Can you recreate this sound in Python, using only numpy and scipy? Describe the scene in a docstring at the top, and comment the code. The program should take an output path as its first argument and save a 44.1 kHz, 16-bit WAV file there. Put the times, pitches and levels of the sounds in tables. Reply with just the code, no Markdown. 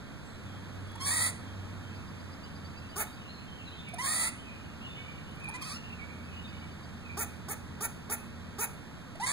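"""A squirrel scolds from a backyard tree: hoarse barks, and tiny squeaks that lead into rasping cries or a whine.
Songbirds sing far off, distant engines drone, and the yard murmurs.
The squirrel's voice is built from pulses and puffs of the vocal folds, shaped by throat and mouth resonances.
Birds are gliding sine waves, engines are wavering low notes, and the murmur is shaped noise.
The stereo image is widened by a phase difference between left and right."""
import sys
import numpy as np
from scipy import signal
from scipy.fft import rfft, irfft, next_fast_len
from scipy.io import wavfile

SR = 44100
rng = np.random.default_rng(int(sys.argv[2]) if len(sys.argv) > 2 else 0)


def waveform_to_disk(signal):
    """Save audio, clipped to [-1, 1], as 16-bit WAV at the path in sys.argv[1]."""
    frames = np.transpose(np.atleast_2d(signal))
    scaled = np.clip(frames, -1, 1) * 32767
    samples = np.round(scaled).astype(np.int16)
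    wavfile.write(sys.argv[1], SR, samples)


N = 411012

CUTOFF_HZ = 15600   # the top of the sound


def barks():
    """Each bark starts voiced and low and rises; a push of air breaks it up and it hisses through the mouth."""
    # each bark: (time [s], length [s], voice breaks after [s], base pitch [Hz], base voiced level [dB],
    # base chest level [dB], base rasp level [dB], push at the break [dB], mouth resonance [Hz])
    calls = [(2.96, .069, .042, 432, -44, -42.5, -34, 2.5, 9140),
             (7.171, .065, .043, 450.7, -43, -44, -33, 1.5, 9300),
             (7.484, 0.052, .026, 419.7, -45.5, -46.5, -38.5, 5, 9100),
             (7.806, 0.055, 0.041, 464.4, -44.5, -42.5, -32, 1, 10040),
             (8.097, .05, .025, 450, -43.5, -44.5, -33.5, 3, 10150),
             (8.585, 0.064, .038, 473.4, -43.5, -42, -31.5, 1, 10200)]
    # course of a bark: (stage [0 start, .5 break, 1 end], pitch [ratio to base], voiced change [dB],
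    # chest change [dB], rasp change [dB])
    shape = [(-.02, .74, -4, -10, -32), (.06, .85, 8, -16, -12.5), (.25, .98, 2.5, -4.5, 0),
             (.45, 1.03, -1.5, 7, -1.5), (.6, 1.02, -11, 8.5, 0), (.92, .95, -5, 6, -0.5),
             (1.2, .73, -28, -2.5, -15)]
    # throat resonances of the clear voice: (frequency [Hz], level [dB])
    voice_spectrum = [(200, -20.5), (430, 3.5), (560, -12), (900, 4), (1250, 2.5), (1750, -9.5),
                      (2350, -21), (2900, -17), (3650, -12.5), (4200, -20), (4600, -10.5), (5300, -9),
                      (8000, -15)]
    # chest resonances, before the throat tightens: (frequency [Hz], level [dB])
    chest_spectrum = [(250, -5), (400, -13), (600, 6.5), (850, 7.5), (1100, -5), (1400, 9), (1650, 1.5),
                      (1950, 6.5), (2450, 9.5), (3000, -23.5), (3350, -15), (3750, -3), (4200, -18),
                      (4600, -4), (5100, -22), (6000, -7.5)]
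    # colour of the rasp, before the mouth resonance is added: (frequency [Hz], level [dB])
    rasp_spectrum = [(3000, -23), (4300, -27), (5000, -17.5), (5400, -17), (5750, -2), (6800, 0.5),
                     (7500, 0.5), (8300, -1), (9300, -1), (10300, 2), (11100, -5), (12100, 4),
                     (13700, -6.5), (15100, 4.5), (16000, -4.5)]
    mouth_db, mouth_width_hz = 8.5, 790
    push_s = 0.0087   # the push of air peaks this long after the break, and is about as wide
    closed_db, opens_at, opening = -13, .24, .12   # closed mouth's top cut; stage and width of its opening
    throat_follows = .7   # the throat tightens with the pitch: its resonances follow by this power

    out = np.zeros(N)
    t = np.arange(SR // 8) / SR - .005
    grid = np.arange(3000, 16000, 100)
    mean_pitch = np.mean(np.array(calls)[:, 3])
    for start, length, breaks, pitch, voiced_db, chest_db, rasp_db, push_db, mouth_hz in calls:
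        stage = np.interp(t, [-length, 0, breaks, length, 2 * length], [-0.72, 0, .5, 1, 2])
        bend, voiced_rise, chest_rise, rasp_rise = along(shape, stage)
        hz = pitch * bend * (1 + 0.0179 * wander(len(t), 61.2))

        clear = folds(hz, jitter=.022, air=.04)
        voiced = from_db(voiced_db + voiced_rise) * throat(clear, voice_spectrum)

        hoarse = folds(hz, jitter=.06, air=.28)
        tightness = (pitch / mean_pitch) ** throat_follows
        chest_sound = throat(hoarse, np.array(chest_spectrum) * [tightness, 1])
        chest = from_db(chest_db + chest_rise) * chest_sound

        resonance_db = mouth_db * np.exp(-((grid - mouth_hz) / mouth_width_hz) ** 2)
        open_mouth = np.c_[grid, at_hz(rasp_spectrum, grid) + resonance_db]
        closed_mouth = [(f, db + closed_db * (f > 10500)) for f, db in open_mouth]
        opened = .5 + .5 * np.tanh((stage - opens_at) / opening)
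        hiss = smear(folds(hz, jitter=0.06035, air=0.99), sweep_s=0.00157)
        mouth_sound = opened * throat(hiss, open_mouth) + (1 - opened) * throat(hiss, closed_mouth)
        push = push_db * np.exp(-((t - breaks) / push_s - 1) ** 2)
        rasp = from_db(rasp_db + rasp_rise + push) * mouth_sound

        sounding = (stage > shape[0][0]) * (stage < shape[-1][0])
        add(out, start + t[0], (voiced + chest + rasp) * sounding)
    return out


def cries():
    """Each cry starts as a whistle that climbs in pitch, then breaks into a rasp that swells and holds."""
    # each cry: (time [s], length [s], attack [s], breaks after [s], whistle fades after [s],
    # whistle before fading [dB], full rasp [dB], overtones relative to whistle [dB], top hiss change [dB])
    calls = [(0.995, .318, 0.016, 0.062, 0.079, -42.5, -28, -3.5, 3),
             (3.981, .326, .007, 0.055, 0.088, -40.5, -29.5, -5, 3),
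             (9.197, .3, 0.004, 0.064, 0.064, -37, -29, -9.5, -3)]
    # one pitch course for each cry: (time [s], pitch [Hz])
    pitch_courses = [
        [(1.0, 1024), (1.035, 1116), (1.065, 1113), (1.095, 1170), (1.135, 1290), (1.2, 1296), (1.24, 1339),
         (1.26, 1284), (1.3, 1405)],
        [(3.982, 879), (4.003, 1016), (4.035, 1103), (4.055, 1064), (4.08, 1203), (4.17, 1298), (4.25, 1306),
         (4.29, 1382)],
        [(9.196, 752), (9.22, 946), (9.24, 1000), (9.265, 1065), (9.31, 1162)],
    ]
    release_s = 0.042
    break_s, whistle_loss_db = 0.0054, 15   # how suddenly the voice breaks; what the whistle loses
    # the rasp creeps in under the whistle, jumps at the break, then swells further
    growth_db_per_s, jump_db, swell_db, swell_s = 140, 10.5, 3.5, 0.068

    out = np.zeros(N)
    t = np.arange(SR // 2) / SR
    for call, pitch_course in zip(calls, pitch_courses):
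        start, length, attack, breaks, fades, whistle_db, rasp_db, overtones_db, hiss_db = call
        hz, = along(pitch_course, start + t)
        broken = .5 + .5 * np.tanh((t - breaks) / break_s)
        faded = .5 + .5 * np.tanh((t - fades) / break_s)
        held_back_db = jump_db * (1 - broken) + growth_db_per_s * np.maximum(breaks - t, 0)
        still_to_swell_db = swell_db * np.exp(-np.maximum(t - breaks, 0) / swell_s)
        whistle_course = whistle_db - whistle_loss_db * faded
        rasp_course = rasp_db - held_back_db - still_to_swell_db
        voice = squeal(hz, whistle_course, rasp_course, overtones_db, hiss_db)
        add(out, start, swell(t, length, attack, release_s) * voice)
    return out


def whine():
    """A held-back cry: the pitch dips twice and climbs away, and the voice cracks in the second dip."""
    # course of the whine: (time [s], pitch [Hz], whistle level [dB], rasp level [dB])
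    course = [(5.609, 1295, -62, -65), (5.617, 1266, -49.5, -52), (5.626, 1098, -43, -54),
              (5.637, 1067, -46.5, -51), (5.651, 1180, -54, -50), (5.665, 1321, -49, -52),
              (5.679, 1280, -50, -46), (5.695, 1129, -52, -42), (5.722, 1165, -47, -46),
              (5.732, 1280, -49, -47), (5.756, 1360, -52, -50), (5.777, 1433, -53, -62)]
    out = np.zeros(N)
    t = np.arange(course[0][0], course[-1][0], 1 / SR)
    # the half-closed mouth lifts the rasp's middle
    voice = squeal(*along(course, t), overtones_db=-1, hiss_db=-3, nasal_db=8)
    add(out, t[0], voice)
    return out


def squeaks():
    """Short gliding squeals, some led in by tiny rasping ticks that grow louder along a run."""
    # each squeak: (time [s], length [s], middle pitch [Hz], glide [share of pitch], whistle level [dB],
    # rasp level [dB], overtones relative to whistle [dB], top hiss change [dB])
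    squeak_list = [(0.951, 0.015, 892, 0.11, -46, -55, -7, 2), (3.935, 0.015, 722, 0.056, -40, -47, -7, 12),
                   (5.482, 0.022, 860, 0.26, -44.5, -51, -9, 25),
                   (5.538, 0.034, 1018, 0.051, -46.5, -47, -3.5, -13),
                   (9.152, 0.012, 660, 0.13, -47.5, -59, -6, 5)]
    # runs of ticks: (first tick [s], last tick, roughly [s], rasp level at that last time [dB])
    tick_runs = [(.868, 0.9, -61), (3.883, 3.883, -53.5), (5.308, 5.437, -54)]
    gap_s, tick_s, tick_hz = .043, 0.014, 780
    growth_db_per_s, tick_whistle_db, tick_hiss_db = 80, -5, 12   # whistle is relative to the rasp

    ticks = []
    for first, last, last_db in tick_runs:
        for s in np.arange(first, last + gap_s / 2, gap_s):
            db = last_db - growth_db_per_s * (last - s)
            ticks.append((s, tick_s, tick_hz, 0, db + tick_whistle_db, db, 0, tick_hiss_db))

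    out = np.zeros(N)
    for start, length, pitch, glide, *levels_db in [*squeak_list, *ticks]:
        course = np.clip(np.arange(SR // 6) / SR / length, 0, 1)
        hz = pitch * (1 + glide * (course - .5))
        loudness = np.sqrt(abs(np.sin(np.pi * course)))
        add(out, start, loudness * squeal(hz, *levels_db))
    return out


def squeal(hz, whistle_db, rasp_db, overtones_db, hiss_db, nasal_db=0):
    """A clear whistle with overtones lit by the throat; pushed hard, the folds rattle at half its pitch."""
    # throat resonances that light up the overtones: (frequency [Hz], level [dB])
    whistle_spectrum = [(1300, -4), (1750, 1), (2030, 14), (2230, -7), (2700, 3), (3250, 0), (3700, -6),
                        (4150, -7.5), (4450, 3.5), (5000, -7), (5400, 4), (5800, 0), (6250, -4),
                        (6750, -11), (7300, -8), (7800, -18), (9000, 0.5), (10000, -9), (11000, -25),
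                        (13200, -12.5), (15500, -24)]
    # colour of the rasp, before the jaw shifts it: (frequency [Hz], level [dB])
    rasp_spectrum = [(350, -11), (650, 0.5), (900, 5), (1250, 1.5), (1600, -4), (2000, 9.5), (2400, 4),
                     (2900, -29), (3400, 0), (3800, -0.5), (4150, -2.5), (4450, 4.5), (4950, -3.5),
                     (5400, -9), (5900, -1), (6600, -6), (7100, 3), (8400, 5.5), (9100, 11), (9800, 3),
                     (10500, -21), (13000, -10), (14200, -18), (15400, -7)]
    flicker_db = 4   # random flicker of each overtone
    rattle_hz, rattle_jitter, rattle_db = 390, 0.25, 3.6   # coarse, pulsing grain of the rasp
    mouth_shift, mouth_moves_per_s = 0.03, 27   # the jaw moves the rasp's resonances across this share
    fifth_db = -14   # a clear note a fifth above the whistle comes with the rasp

    size = len(hz)
    hz = hz * (1 + 0.011 * wander(size, 130))
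    # the note shakes as the rasp takes over
    strained = np.clip(from_db(rasp_db - whistle_db), 0, 1)
    shaking_hz = hz * (1 + (.006 + .016 * strained) * wander(size, 627))
    phase = 2 * np.pi * np.cumsum(shaking_hz) / SR
    tone = np.sqrt(2) * np.sin(phase)

    overtones = np.zeros(size)
    for k in range(2, 15):
        level_db = at_hz(whistle_spectrum, k * hz) + flicker_db * wander(size, 70)
        overtones += from_db(level_db) * np.sin(k * phase)
    overtones = smear(overtones, sweep_s=.0012)
    # tighter folds give a brighter note
    strain_db = np.clip(0.62 + 18 * np.log2(hz / 1100), -12, 3)
    whistle = tone + from_db(strain_db + overtones_db) * overtones

    creak = smear(folds(hz / 2, jitter=.042, air=.33, order=2), sweep_s=.005)
    uneven_hz = rattle_hz * (1 + rattle_jitter * wander(size, 400))
    rattle = np.sin(2 * np.pi * np.cumsum(uneven_hz) / SR)
    rattling = creak * from_db(rattle_db * rattle + 1.05 * wander(size, 149.6))

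    colour = np.array([(f, db + hiss_db * (f > 8500) + nasal_db * (3500 < f < 5700))
                       for f, db in rasp_spectrum])
    jaw = .5 + .5 * np.tanh(wander(size, mouth_moves_per_s))
    raised = throat(rattling, colour * [1 + mouth_shift / 2, 1])
    lowered = throat(rattling, colour * [1 - mouth_shift / 2, 1])
    rasp = rms_one(jaw * raised + (1 - jaw) * lowered)
    fifth_above = from_db(fifth_db + 1.4 * wander(size, 54)) * np.sin(1.5 * phase)
    return from_db(whistle_db) * whistle + from_db(rasp_db) * (rasp + fifth_above)


def folds(hz, jitter, air, order=1):
    """Uneven vocal-fold pulses, with a puff of turbulence in every cycle; partials from the order up."""
    size = len(hz)
    cycles = np.cumsum(hz * (1 + jitter * wander(size, 600))) / SR
    pulses = np.zeros(size)
    for k in range(order, int(CUTOFF_HZ / hz.min()) + 1):
        pulses += np.cos(2 * np.pi * k * cycles) * (k * hz < CUTOFF_HZ)
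    puffs = rng.standard_normal(size) * np.exp(-1.6 * (cycles % 1))
    air = np.clip(air, 0, 1)   # share of the power that is turbulence
    return np.sqrt(1 - air) * rms_one(pulses) + np.sqrt(air) * rms_one(puffs)


def throat(x, spectrum, size=1024):
    """Resonances with the given spectrum that ring only after each pulse; the result has rms 1."""
    log_gain = np.log(from_db(at_hz(spectrum, abs(np.fft.fftfreq(size, 1 / SR)))))
    # the Hilbert transform finds the phase that keeps the ringing after the pulse
    response = np.fft.ifft(np.exp(np.conj(signal.hilbert(log_gain)))).real
    return rms_one(signal.fftconvolve(x, response)[:len(x)])


def smear(x, sweep_s):
    """The throat spreads every pulse into a short rising chirp, so that its edge is softened."""
    hz = np.fft.rfftfreq(2 * len(x), 1 / SR)
    later_treble = np.exp(-1j * np.pi * sweep_s * hz ** 2 / CUTOFF_HZ)
    return irfft(rfft(x, 2 * len(x)) * later_treble)[:len(x)]


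def birds():
    """Far songs and evenly spaced rising chips, blurred by echoes."""
    # clearest songbird notes: (time [s], length [s], start pitch [Hz], end pitch [Hz], level before boost [dB])
    notes = [(.227, 0.1, 7700, 7800, -70), (0.273, 0.078, 4300, 3940, -73), (0.422, 0.15, 3670, 2920, -68),
             (0.854, 0.079, 3380, 3390, -65), (1.379, 0.15, 3500, 3060, -68.5),
             (1.81, 0.059, 3160, 3090, -66), (1.884, .07, 2660, 2620, -63), (2.41, 0.082, 2680, 3310, -64),
             (3.059, 0.031, 3750, 3760, -59), (3.257, 0.11, 3980, 4320, -62),
             (3.47, 0.064, 3150, 3070, -61), (3.65, 0.059, 4350, 3520, -59), (3.71, 0.041, 2960, 3310, -54),
             (3.75, 0.077, 3720, 3410, -59), (3.866, 0.04, 2275, 2264, -50.5),
             (4.427, 0.098, 2690, 2270, -56.5), (4.8, 0.07, 2670, 2980, -55.5),
             (4.864, 0.078, 3530, 3580, -59), (4.93, 0.12, 3070, 2860, -58), (4.947, 0.18, 2246, 2375, -60),
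             (5.394, 0.11, 2650, 2290, -52), (5.822, 0.07, 2610, 2850, -53),
             (5.978, 0.066, 2360, 2275, -56), (6.35, .06, 2720, 3040, -57), (6.415, 0.082, 3630, 3620, -61),
             (6.475, 0.17, 2274, 2320, -63), (6.52, 0.11, 2960, 2990, -65),
             (7.013, 0.12, 2694, 2273, -53.5), (8.16, 0.062, 2540, 2610, -63)]
    # a small bird's chips: (start [s], end [s], gap [s], middle pitch [Hz], level before boost [dB])
    chip_runs = [(1.948, 2.6, 0.12, 4820, -67), (2.64, 3.2, 0.12, 4730, -65.5),
                 (6.233, 6.9, .119, 4720, -70.5)]
    chip_s, chip_rise = 0.0386, 0.057   # each chip glides up by this share
    song_boost_db, chip_boost_db, echo_boost_db = 7, 11, 7

    song = slurs([*notes, *twitter()])
    chip_notes = []
    for start, end, gap, hz, db in chip_runs:
        for s in np.arange(start, end, gap):
            chip_notes.append((s, chip_s, hz * (1 - chip_rise / 2), hz * (1 + chip_rise / 2), db))
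    chips = slurs(chip_notes)
    echoes = scatter(song + from_db(-6) * chips, t60=0.8, dull_hz=3000)
    return from_db(song_boost_db) * song + from_db(chip_boost_db) * chips + from_db(echo_boost_db) * echoes


def twitter():
    """Fainter song notes at loose intervals, each slurring between two chance pitches."""
    from_s, to_s, gap_s, note_s = 2.7, 6.66, 0.12, 0.087
    middle_hz, spread_octaves, db = 2700, 0.14, -62.5   # level before the song's boost
    notes = []
    for s in np.arange(from_s, to_s, gap_s):
        late, *ends = rng.standard_normal(3)
        from_hz, to_hz = middle_hz * 2 ** (spread_octaves * np.array(ends))
        notes.append((s + gap_s * late / 2, note_s, from_hz, to_hz, db))
    return notes


def slurs(notes):
    """Gliding, warbling whistles that flutter in level."""
    out = np.zeros(N)
    for start, length, from_hz, to_hz, db in notes:
        course = np.clip(np.arange(SR // 4) / SR / length, 0, 1)
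        size = len(course)
        hz = (from_hz + (to_hz - from_hz) * course) * (1 + 0.014 * wander(size, 110))
        loudness = from_db(db + 3.8 * wander(size, 69)) * np.sin(np.pi * course)
        add(out, start, loudness * np.sin(2 * np.pi * np.cumsum(hz) / SR))
    return out


def engines():
    """One distant engine slows from a fast run to idle; fainter machines drone in for a while."""
    # loudness of the slowing engine, before its flutter: (time [s], level [dB])
    engine_level = [(.2, -73), (.4, -46.5), (2.1, -47.5), (2.4, -51), (3.4, -61), (5.8, -57), (6.2, -49.5),
                    (7.2, -51.5), (7.9, -59), (8.4, -51), (8.9, -66)]
    # machines farther off: (start [s], end [s], pitch [Hz], level before flutter [dB])
    machines = [(-1.5, 3.2, 280, -64), (5.5, 8.9, 235, -57.5), (3.5, 11, 180, -61.5)]
    fast_hz, idle_hz, slows_at_s, slowing_s = 97, 84.8, 2.25, 0.221
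    fade_s = 0.49

    t = np.arange(N) / SR
    hz = idle_hz + (fast_hz - idle_hz) / (1 + np.exp((t - slows_at_s) / slowing_s))
    level_db, = along(engine_level, t)
    out = drone(hz, level_db)
    for start, end, pitch, db in machines:
        out += swell(t - start, end - start, fade_s, fade_s) * drone(pitch, db)
    return out


def drone(hz, db):
    """Only an engine's wavering firing note and a trace of its octave carry this far."""
    waver, flutter_db = 0.0094, 3
    phase = 2 * np.pi * np.cumsum(hz * (1 + waver * wander(N, 14.3))) / SR
    note = rms_one(np.sin(phase) + from_db(-26.0) * np.sin(2 * phase))
    return from_db(db + flutter_db * wander(N, 11.9)) * note


def murmur():
    """Far traffic and leaves: a smooth wash of shaped noise, partly alike on both sides."""
    # colour of the wash: (frequency [Hz], density [dB per Hz, relative])
    yard_spectrum = [(20, -3.5), (35, -41), (55, 0), (85, 2.5), (220, 0.5), (400, -10), (800, -13.5),
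                     (1400, -12.5), (2200, -17), (4000, -23), (6000, -29.5), (9000, -33), (13000, -40),
                     (15500, -51)]
    # how alike left and right are: (frequency [Hz], coherence [0 unlike to 1 alike])
    likeness = [(30, 0), (70, 0), (200, 0.6), (350, 0.15), (700, 0.3), (1300, 1), (2000, 0.43),
                (2550, 0.97), (3100, 1), (4000, 0.66), (5100, 1), (5900, 1), (9000, 0.62), (15000, 0.43)]
    # loudness of the wash: (time [s], level [dB])
    level = [(0, -45), (1.3, -43.5), (3.6, -45.5), (4.6, -45), (5.5, -44.5), (9.3, -45.5)]
    hz = np.fft.rfftfreq(N, 1 / SR)
    mid, side = rfft(rng.standard_normal((2, N)))
    alike = np.clip(at_hz(likeness, hz), -1, 1)
    both = np.sqrt(1 + alike) * mid + np.sqrt(1 - alike) * side * [[1], [-1]]
    wash = rms_one(irfft(both * from_db(at_hz(yard_spectrum, hz)), N))
    level_db, = along(level, np.arange(N) / SR)
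    return from_db(level_db) * wash


def scatter(x, t60, dull_hz):
    """Diffuse echoes from leaves, trunks and fences: a fading noise tail of unit energy."""
    t = np.arange(SR) / SR
    tail = rng.standard_normal(SR) * from_db(-60 * t / t60) * (1 - np.exp(-t / 0.0036))
    tail = signal.sosfilt(signal.butter(1, dull_hz, fs=SR, output="sos"), tail)
    return signal.fftconvolve(x, tail / np.linalg.norm(tail))[:N]


def from_db(db):
    """Turn decibels into a gain."""
    return 10 ** (np.asarray(db) / 20)


def rms_one(x):
    """Scale a sound to rms 1."""
    return x / np.sqrt(np.mean(x ** 2) + 1e-20)


def along(rows, at):
    """The columns of a table after the first, joined by straight lines."""
    first, *columns = np.transpose(rows)
    return [np.interp(at, first, c) for c in columns]


def at_hz(points, hz):
    """Read a spectrum at any frequency, by straight lines over log frequency."""
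    table_hz, values = np.transpose(points)
    return np.interp(np.log(hz + 1), np.log(table_hz), values)


def wander(size, per_s):
    """A random waver of spread about 1: chance values, so many a second, joined by straight lines."""
    at = np.arange(size) * per_s / SR
    return np.interp(at, np.arange(size), rng.standard_normal(size))


def swell(t, length, attack, release):
    """Attack, hold and release."""
    return np.clip(np.minimum(t / attack, (length - t) / release), 0, 1)


def add(out, start, sound):
    """Mix a sound in at a moment."""
    i = int(np.clip(start * SR, 0, N - 1))
    out[i:i + len(sound)] += sound[:N - i]


def scene():
    """The squirrel is near, with a short tail from the tree; all else is far."""
    squirrel = barks() + squeaks() + cries() + whine()
    near = squirrel + from_db(-13.0) * scatter(squirrel, t60=0.37, dull_hz=5470)
    far = birds()
    # separate short echoes left and right
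    around = np.array([scatter(squirrel + far, t60=0.025, dull_hz=3540) for side in range(2)])
    return near + far + engines() + from_db(-20.5) * around + murmur()


def record(dry):
    """The stereo image is widened by a phase difference that turns with frequency; the top is cut."""
    lean_hz, lean_width_hz = 2224, 245   # around here the sound leans to the right
    left_lean_db, right_lean_db = -6, 2

    size = next_fast_len(N + SR)
    hz = np.fft.rfftfreq(size, 1 / SR)
    turn = 2 * np.pi * (hz * 16 / SR - 1.5)
    lead = turn - 0.033 * np.sin(2 * turn) + 0.0076 * np.sin(turn)
    # no phase difference in the bass
    lead = np.maximum(lead, -np.pi - .6) * np.clip((hz - 1760) / 420, 0, 1)
    # the right side is louder where both are in phase
    in_phase_db = abs(np.cos(lead / 2)) * [[-1], [1]]
    lean_db = np.exp(-((hz - lean_hz) / lean_width_hz) ** 2) * [[left_lean_db], [right_lean_db]]
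    sides = np.exp(.5j * lead * [[1], [-1]]) * from_db(in_phase_db + lean_db)
    wide = irfft(rfft(dry, size) * sides, size)[:, :N]
    return signal.sosfilt(signal.ellip(10, .3, 80, CUTOFF_HZ, fs=SR, output="sos"), wide)


dry = scene()
out = record(dry)
waveform_to_disk(out)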